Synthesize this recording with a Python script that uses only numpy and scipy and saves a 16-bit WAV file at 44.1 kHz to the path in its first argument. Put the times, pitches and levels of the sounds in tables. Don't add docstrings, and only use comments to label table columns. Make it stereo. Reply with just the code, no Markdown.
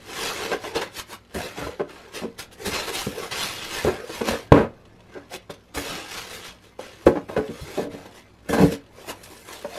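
import sys
import numpy as np
from scipy import signal
from scipy.fft import rfft, irfft, next_fast_len
from scipy.io import wavfile
from scipy.ndimage import map_coordinates

SR = 44100
rng = np.random.default_rng(int(sys.argv[2]) if len(sys.argv) > 2 else 0)


def wav_record(signal):
    frames = np.transpose(np.atleast_2d(signal))
    bounded = np.clip(frames, -1, 1)
    quanta = np.round(bounded * 32767).astype(np.int16)
    wavfile.write(sys.argv[1], SR, quanta)


N = 431298
TIME = np.arange(N) / SR


def undb(db):
    return 10 ** (np.asarray(db) / 20)


def unit(x):
    return x / np.sqrt(np.mean(x ** 2))


def colour(x, points):
    hz, db = np.transpose(points)
    size = next_fast_len(len(x) + 4096)
    f = np.maximum(np.fft.rfftfreq(size, 1 / SR), 1)
    gain = undb(np.interp(np.log(f), np.log(hz), db))
    return irfft(rfft(x, size) * gain, size)[:len(x)]


def band(x, low_hz, high_hz, order=2):
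    for hz, kind in (low_hz, "high"), (high_hz, "low"):
        sections = signal.butter(order, min(hz, SR / 2 - 1), kind, fs=SR, output="sos")
        x = signal.sosfilt(sections, x)
    return x


def walk(rate):
    knots = rng.standard_normal(int(N / SR * rate) + 2)
    return unit(np.interp(TIME * rate, np.arange(len(knots)), knots))


def tail(t60, size=16000):
    h = rng.standard_normal(size) * np.exp(-np.log(1000) * TIME[:size] / t60)
    return h / np.linalg.norm(h)


def ring(x, response):
    return signal.oaconvolve(x, response)[:len(x)]


def contact(t, length, release):
    return np.exp(-np.maximum(t - length, 0) / release)


# frequency in Hz, relative level in dB per Hz.
ROOM_TONE = [(25, -11), (60, -18), (100, -2), (160, -13.5), (420, -12.5), (800, -23), (1200, -25.5),
             (3000, -40), (7000, -73.5), (15000, -62)]
# frequency in Hz, side minus mid in dB.
ROOM_WIDTH = [(60, -37), (110, -13), (200, -1), (500, 0.5), (2000, 7.5)]
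# frequency in Hz, level in dB about which it wanders.
HUM = [(61, -62), (102, -61), (181, -64), (237, -65)]


def background():
    air, around = (unit(colour(rng.standard_normal(N), ROOM_TONE)) * undb(-55.0 + 3.6 * walk(3.9))
                   for _ in range(2))
    side = colour(around, ROOM_WIDTH)
    hum = np.zeros(N)
    for hz, db in HUM:
        hum += np.sqrt(2) * undb(db + 2.5 * walk(19)) * np.sin(2 * np.pi * hz * TIME)
    return air + hum + np.array([side, -side])


# start in seconds, level in dB, length in seconds before the release.
THUDS = [(1.342, -36, .04), (1.583, -38.5, 0.089), (2.662, -38.5, 0.068), (3.066, -39, 0.015),
         (3.841, -27, 0.043), (4.284, -36, 0.053), (5.765, -32, 0.021), (7.057, -23.5, 0.019),
         (7.367, -33.5, 0.022), (7.611, -30.5, 0.013), (8.50, -37, 0.084), (8.60, -28.5, 0.072)]
# frequency in Hz, relative level in dB per Hz.
THUD_SPECTRUM = [(25, -24), (60, 4), (78, 4.5), (112, 1.5), (175, -7), (300, -35.5)]


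def thuds(size=16000):
    t, out = TIME[:size], np.zeros(N + size)
    for s, db, length in THUDS:
        boom = colour(rng.standard_normal(size), THUD_SPECTRUM)
        boom *= np.minimum(t / 0.003, 1) * contact(t, length, release=0.023)
        energy = np.sum(boom ** 2) / SR
        start = int(s * SR)
        out[start:start + size] += boom * undb(db) / np.sqrt(energy / length)
    return out[:N]


THUMP_HZ, THUMP_DB, THUMP_DECAY_S = 125, 2, 0.0052
# frequency in Hz, relative level in dB per Hz.
DROP = [(30, -20), (92, 6), (142, -4), (245, 5.5), (520, 2.5), (750, -5.5), (1300, -10), (2400, -20),
        (5000, -38), (12000, -46.5)]


def drop(s=4.519):
    t = np.maximum(TIME - s, 0)
    slap = undb(-1.5) * np.minimum(t / 0.0019, 1) * contact(t, length=0.0078, release=0.0012)
    thump = undb(THUMP_DB) * np.sin(2 * np.pi * THUMP_HZ * t) * np.exp(-t / THUMP_DECAY_S)
    reflections = undb(-14.0) * np.minimum(t / 0.023, 1) * np.exp(-(t / 0.11) ** 3)
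    crash = (slap + reflections) * unit(colour(rng.standard_normal(N), DROP))
    return band(thump, 55, 2000) + crash


WALL_DECAY_S, WALL_WAVER = 0.01, 0.076
OVERTONE_RATIO, OVERTONE_DB = 1.65, -7.5


def wall(force, hz):
    swell = ring(force, np.exp(-TIME[:len(force)] / WALL_DECAY_S))
    waver = unit(band(rng.standard_normal(len(force)), 9.6, 77))
    phase = 2 * np.pi * np.cumsum(hz * (1 + WALL_WAVER * waver)) / SR
    note = np.sin(phase) + undb(OVERTONE_DB) * np.sin(OVERTONE_RATIO * phase)
    return unit(swell * note)


WALL_DB = -1
JUDDER_PER_S = 2500
GRIP_DB, LET_GO_S = -7, 6.5
LOWEST_RING = 0.6
# mean frequency in Hz, relative level in dB, 60 dB decay time in seconds.
CAP_MODES = [(93, -3.5, 0.16), (176, 6.5, 0.072), (251.5, 9, 0.057), (283.4, -7.5, 0.22), (380, 5.5, 0.03),
             (460.2, 1.5, 0.22), (557, 9.5, 0.03), (626, -8, 0.21), (824, -3.5, 0.1), (1010, 3.5, 0.019),
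             (1520, 1.5, 0.081)]
# start in seconds, level in dB, mean note of the struck wall in Hz,
# contact brightness (low-pass corner) in Hz, judder length in seconds.
KNOCKS = [(0.506, -26, 406, 1500, 0.031), (0.636, -29, 633, 1370, 0.01), (0.751, -29.5, 325, 900, 0.034),
          (0.813, -28.5, 937, 1400, 0.0086), (1.345, -28.5, 235, 600, 0.026), (1.579, -33, 394, 600, 0.008),
          (1.609, -33, 245, 700, 0.022), (1.664, -29, 630, 786, 0.008), (1.793, -23.5, 396, 840, 0.023),
          (2.216, -28.5, 243, 600, 0.041), (2.662, -31.5, 184, 260, 0.024), (3.065, -21, 205, 250, 0.0075),
          (3.843, -21, 262, 650, 0.018), (3.866, -19.5, 371.4, 930, 0.028), (4.092, -32.5, 306, 700, 0.011),
          (4.207, -20, 249, 800, 0.0079), (4.284, -17.5, 240, 1400, 0.0046),
          (4.324, -28.5, 471, 805, 0.022), (5.15, -36, 373, 905, 0.031), (5.494, -32.5, 168, 1040, 0.0065),
          (5.773, -28.5, 282, 1000, 0.012), (6.789, -31, 515, 750, 0.0077), (7.064, -7, 348.4, 840, 0.013),
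          (7.081, -22, 332, 890, 0.015), (7.152, -24, 297, 900, 0.03), (7.287, -31.5, 233, 1200, 0.011),
          (7.362, -20.5, 470, 1380, 0.013), (7.373, -20, 263, 600, 0.025), (7.485, -29.5, 235.3, 250, .02),
          (7.772, -22, 402.5, 490, 0.024), (7.804, -29.5, 271, 424, 0.07), (7.937, -33, 287, 298, 0.011),
          (8.053, -39, 198, 900, .008), (8.493, -23, 286, 300, 0.013), (8.526, -19, 230, 1400, 0.02),
          (8.562, -20.5, 265.6, 950, 0.043), (8.598, -13, 178.4, 630, 0.027),
          (8.628, -12, 279.5, 250, 0.016), (8.706, -27, 258.6, 308, .027), (9.644, -26, 597, 710, 0.0073)]


def knocks(size=16000):
    t, out = TIME[:size], np.zeros(N + size)
    hz, mode_db, t60 = np.transpose(CAP_MODES)[:, :, None]
    fades = undb(mode_db) * np.exp(-np.log(1000) * t / t60)
    for s, db, note_hz, bright_hz, length in KNOCKS:
        held_hz = hz * (1 + 0.028 * rng.standard_normal(hz.shape))
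        modes = np.sum(fades * np.cos(2 * np.pi * held_hz * t), axis=0)
        body = undb(-42.5 + GRIP_DB * (s < LET_GO_S)) * modes
        body[0] += 1
        give = 0.00388
        judder = (rng.random(size) < JUDDER_PER_S / SR) * rng.standard_normal(size)
        force = judder * np.minimum(t / give, 1) * contact(t, length, release=0.0053 + 0.15 * length)
        force[int(give * SR)] += 1.1
        blow = unit(band(ring(force, body), LOWEST_RING * note_hz, bright_hz))
        wall_force = contact(t, 0.76 * length, release=0.0017)
        blow += undb(WALL_DB) * wall(wall_force, note_hz)
        energy = np.sum(blow ** 2) / SR
        start = int(s * SR)
        out[start:start + size] += blow * undb(db) / np.sqrt(energy / (length + give))
    return out[:N]


# start in seconds, envelope level in dB, length in seconds before the release.
SCRAPES = [(0.752, -45, 0.018), (0.809, -36, 0.013), (3.31, -35, 0.013), (4.278, -33, 0.0074),
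           (5.502, -46, 0.0078), (5.535, -47, 0.0031), (7.06, -42, 0.0058), (7.363, -59, 0.01),
           (8.055, -54, .008), (8.528, -40.5, 0.019), (9.232, -44, 0.0042), (9.525, -41, 0.0067)]


def scrapes():
    push = np.zeros(N)
    for s, db, length in SCRAPES:
        start = int(s * SR)
        t = TIME[:min(SR // 4, N - start)]
        run = np.minimum(t / 0.0076, 1) * contact(t, length, release=0.0092)
        push[start:start + len(t)] += undb(db) * run
    return push


STROKE_EDGE_DB = 10.5
RISE_CURVE, FALL_CURVE = 1.57, 1.43
# envelope levels of hiss, rasp and fine treble, each in dB.
RESTING_DB = (-67.5, -60.5, -82)
# start in seconds, speeding-up time in seconds, slowing-down time in seconds,
# hiss envelope peak in dB, rasp envelope in dB over the hiss, fine treble envelope in dB over the hiss.
STROKES = [ (0.113, .13, 0.18, -32, -1, -12.5), (0.37, 0.054, 0.11, -35, 3, -19),
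           (0.50, 0.031, 0.032, -36.5, 7.5, -17), (0.61, 0.056, 0.068, -41.5, 5.5, -14.5),
           (0.746, 0.015, 0.043, -30.5, 2.5, -21), (0.805, 0.027, 0.055, -43.5, 9, -17),
           (0.952, 0.044, 0.023, -34.5, -5.5, -7.5), (1.095, 0.044, 0.022, -43, 5, -4.5),
           (1.342, 0.0049, 0.097, -47, 11.5, 1.5), (1.363, 0.059, 0.095, -38.5, 5.5, -11),
           (1.555, 0.037, 0.13, -40, 6, -16.5), (1.879, 0.018, 0.29, -52.5, 9.5, -14),
           (2.136, 0.023, 0.066, -37, 0, -11.5), (2.386, 0.011, 0.035, -35.5, -4.5, -7.5),
           (2.52, 0.013, 0.022, -48.5, -4, -7), (2.589, 0.04, 0.023, -47.5, 6.5, -5),
           (2.646, 0.019, 0.046, -32, 1, -6.5), (2.714, 0.03, 0.12, -28.5, -3.5, -18),
           (2.85, 0.044, 0.021, -35, -1.5, -11), (2.924, 0.032, 0.12, -30.5, -11, -9),
           (3.13, 0.12, 0.036, -39, 4, -10), (3.308, 0.014, 0.31, -34.5, -4.5, -32),
           (3.34, 0.083, 0.15, -32, -16, -10.5), (3.60, 0.042, 0.039, -35.5, -20, -23),
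           (3.68, 0.091, 0.13, -32, -7.5, -12.5), (3.85, 0.018, 0.18, -46, 13, -13),
           (4.07, 0.088, 0.11, -39.5, 0.5, -10.5), (4.246, 0.042, 0.089, -32, 4, -13),
           (5.06, 0.11, 0.12, -59, 9.5, -25), (5.318, 0.03, 0.024, -39, 0, -8),
           (5.498, 0.0052, 0.02, -44.5, 6, -15.5), (5.745, 0.0079, 0.12, -38.5, 5.5, -2.5),
           (5.81, 0.082, 0.16, -35.5, 0, -16), (6.08, 0.087, 0.1, -36, -4, -13.5),
           (6.27, 0.07, 0.099, -41, -2, -9.5), (6.43, 0.03, 0.059, -41, -8, -17),
           (6.61, 0.04, 0.057, -55, -12, -15), (6.788, 0.0084, 0.18, -46, 1, -18),
           (6.96, 0.067, 0.24, -55, 5.5, -11), (7.284, 0.0066, 0.21, -51.5, 13.5, -11),
           (7.52, 0.3, 0.037, -43.5, 2.5, -11), (7.90, 0.029, 0.21, -52, 7.5, -12),
           (8.12, 0.061, 0.033, -52, 1, -10), (8.488, 0.004, 0.065, -42, 9.5, 0.5),
           (8.53, 0.086, 0.082, -38, 10, -9.5), (8.70, 0.027, 0.029, -38, 0.5, -7),
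           (8.94, 0.066, 0.25, -54.5, 8, -7), (9.076, 0.027, 0.02, -38, 5.5, -4.5),
           (9.19, 0.16, 0.16, -54, 4.5, -1.5), (9.467, 0.019, 0.27, -46.5, 1.5, -8),
           (9.71, 0.059, 0.052, -42, 3.5, -14)]


def strokes():
    power = undb(RESTING_DB)[:, None] ** 2 * np.ones(N)
    for s, rise, fall, db, rasp_db, fine_db in STROKES:
        near = slice(*np.searchsorted(TIME, [s - 2 * rise, s + rise + 4 * fall]))
        t = TIME[near] - s - rise
        rising, falling = np.abs(t / rise) ** RISE_CURVE, np.abs(t / fall) ** FALL_CURVE
        from_peak = np.where(t < 0, rising, falling)
        swell = undb(db - STROKE_EDGE_DB * from_peak)
        power[:, near] += undb([[0], [rasp_db], [fine_db]]) ** 2 * swell ** 2
    return np.sqrt(power)


CATCHES_PER_S, CATCH_DB = 170, 3.5


def catches():
    jolts = (rng.random(N) < CATCHES_PER_S / SR) * rng.random(N)
    scratches = ring(jolts, np.exp(-TIME[:SR // 20] / 0.0037))
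    return unit(undb(CATCH_DB * np.minimum(scratches, 1)))


def slips(rate, spread_db):
    happens = rng.random(N) < rate / SR
    size_db = spread_db * np.clip(rng.standard_normal(N), -2, 2)
    return unit(happens * rng.standard_normal(N) * undb(size_db))


def shifting(x, depth_db, rate, count):
    f, t, frames = signal.stft(x, SR, nperseg=512)
    band_place = count * np.sqrt(f / f[-1])
    chance = rng.standard_normal((count + 2, int(t[-1] * rate) + 2))
    grid = np.meshgrid(band_place, t * rate, indexing="ij")
    wander = map_coordinates(chance, grid, order=1)
    return unit(signal.istft(frames * undb(depth_db * wander), SR)[1][:N])


# frequency in Hz, relative level in dB per Hz.
HISS = [(300, -4.5), (1200, -1), (2400, -0.5), (3400, -0.5), (4600, -4.5), (6500, -9.5), (9000, -19),
        (15000, -27)]
# frequency in Hz, relative level in dB per Hz.
FINE = [(2000, -29), (5500, -7.5), (12200, -3), (15500, -11.5)]
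# frequency in Hz, relative level in dB per Hz.
RASP = [(50, -13), (110, -10), (200, -1.5), (330, 7), (600, 4.5), (1000, -0.5), (1700, -3.5), (2600, -7.5),
        (4200, -35), (9000, -68)]
# frequency in Hz, side minus mid in dB.
WIDTH = [(70, -14), (250, -6), (1000, -20), (2500, -21.5), (4500, -9), (8000, -3.5), (12000, 1.5)]


def rubbing():
    sliding, rasping, airy = strokes()
    stroke = sliding * catches()
    grip, touch = rasping / sliding, airy / sliding
    push = scrapes()
    views = []
    for _ in range(2):
        beads = shifting(slips(rate=14000, spread_db=0.0), depth_db=5.0, rate=32, count=240)
        coarse = shifting(slips(rate=4000, spread_db=1.5), depth_db=8.5, rate=22, count=180)
        light = undb(1.46) * unit(colour(beads, HISS))
        fine = undb(3.13) * touch * unit(colour(beads, FINE))
        hiss = light + fine
        rasp = grip * unit(colour(coarse, RASP))
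        snaps = ring(slips(rate=33, spread_db=0.0), tail(t60=0.047, size=1024))
        creases = undb(-34.5) * np.sqrt(stroke) * unit(colour(snaps, HISS))
        views.append((stroke + push) * hiss + stroke * rasp + creases)
    mid, side = views[0], colour(views[1], WIDTH)
    return np.array([mid + side, mid - side])


PORT_TILT_DB = -23.5


def scene():
    foam = rubbing() + knocks() + thuds() + drop()
    centre = foam.mean(axis=0)
    room = undb(-7.5) * band(ring(centre, tail(t60=0.22)), 116, 4300)
    room_side = undb(-18.0) * band(ring(centre, tail(t60=0.19)), 370, 5000)
    lead_samples = np.interp(TIME, [4.6, 5.6], [-.6, 1])
    lag_side = lead_samples * np.gradient(centre) / 2
    tilt_side = undb(PORT_TILT_DB) * band(centre, 130, 4300, order=1)
    side = room_side + lag_side - tilt_side
    return foam + room + np.array([side, -side]) + background()


TOP_HZ = 15600
# frequency in Hz, gain in dB.
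MIC = [(12600, 0), (13080, -17), (13350, -4), (15500, -14)]


def record(dry):
    clipped = np.clip(dry, -1, 1)
    dulled = np.array([colour(port, MIC) for port in clipped])
    cutoff = signal.ellip(8, .2, 70, TOP_HZ, fs=SR, output="sos")
    return signal.sosfilt(cutoff, dulled)


dry = scene()
out = record(dry)
wav_record(out)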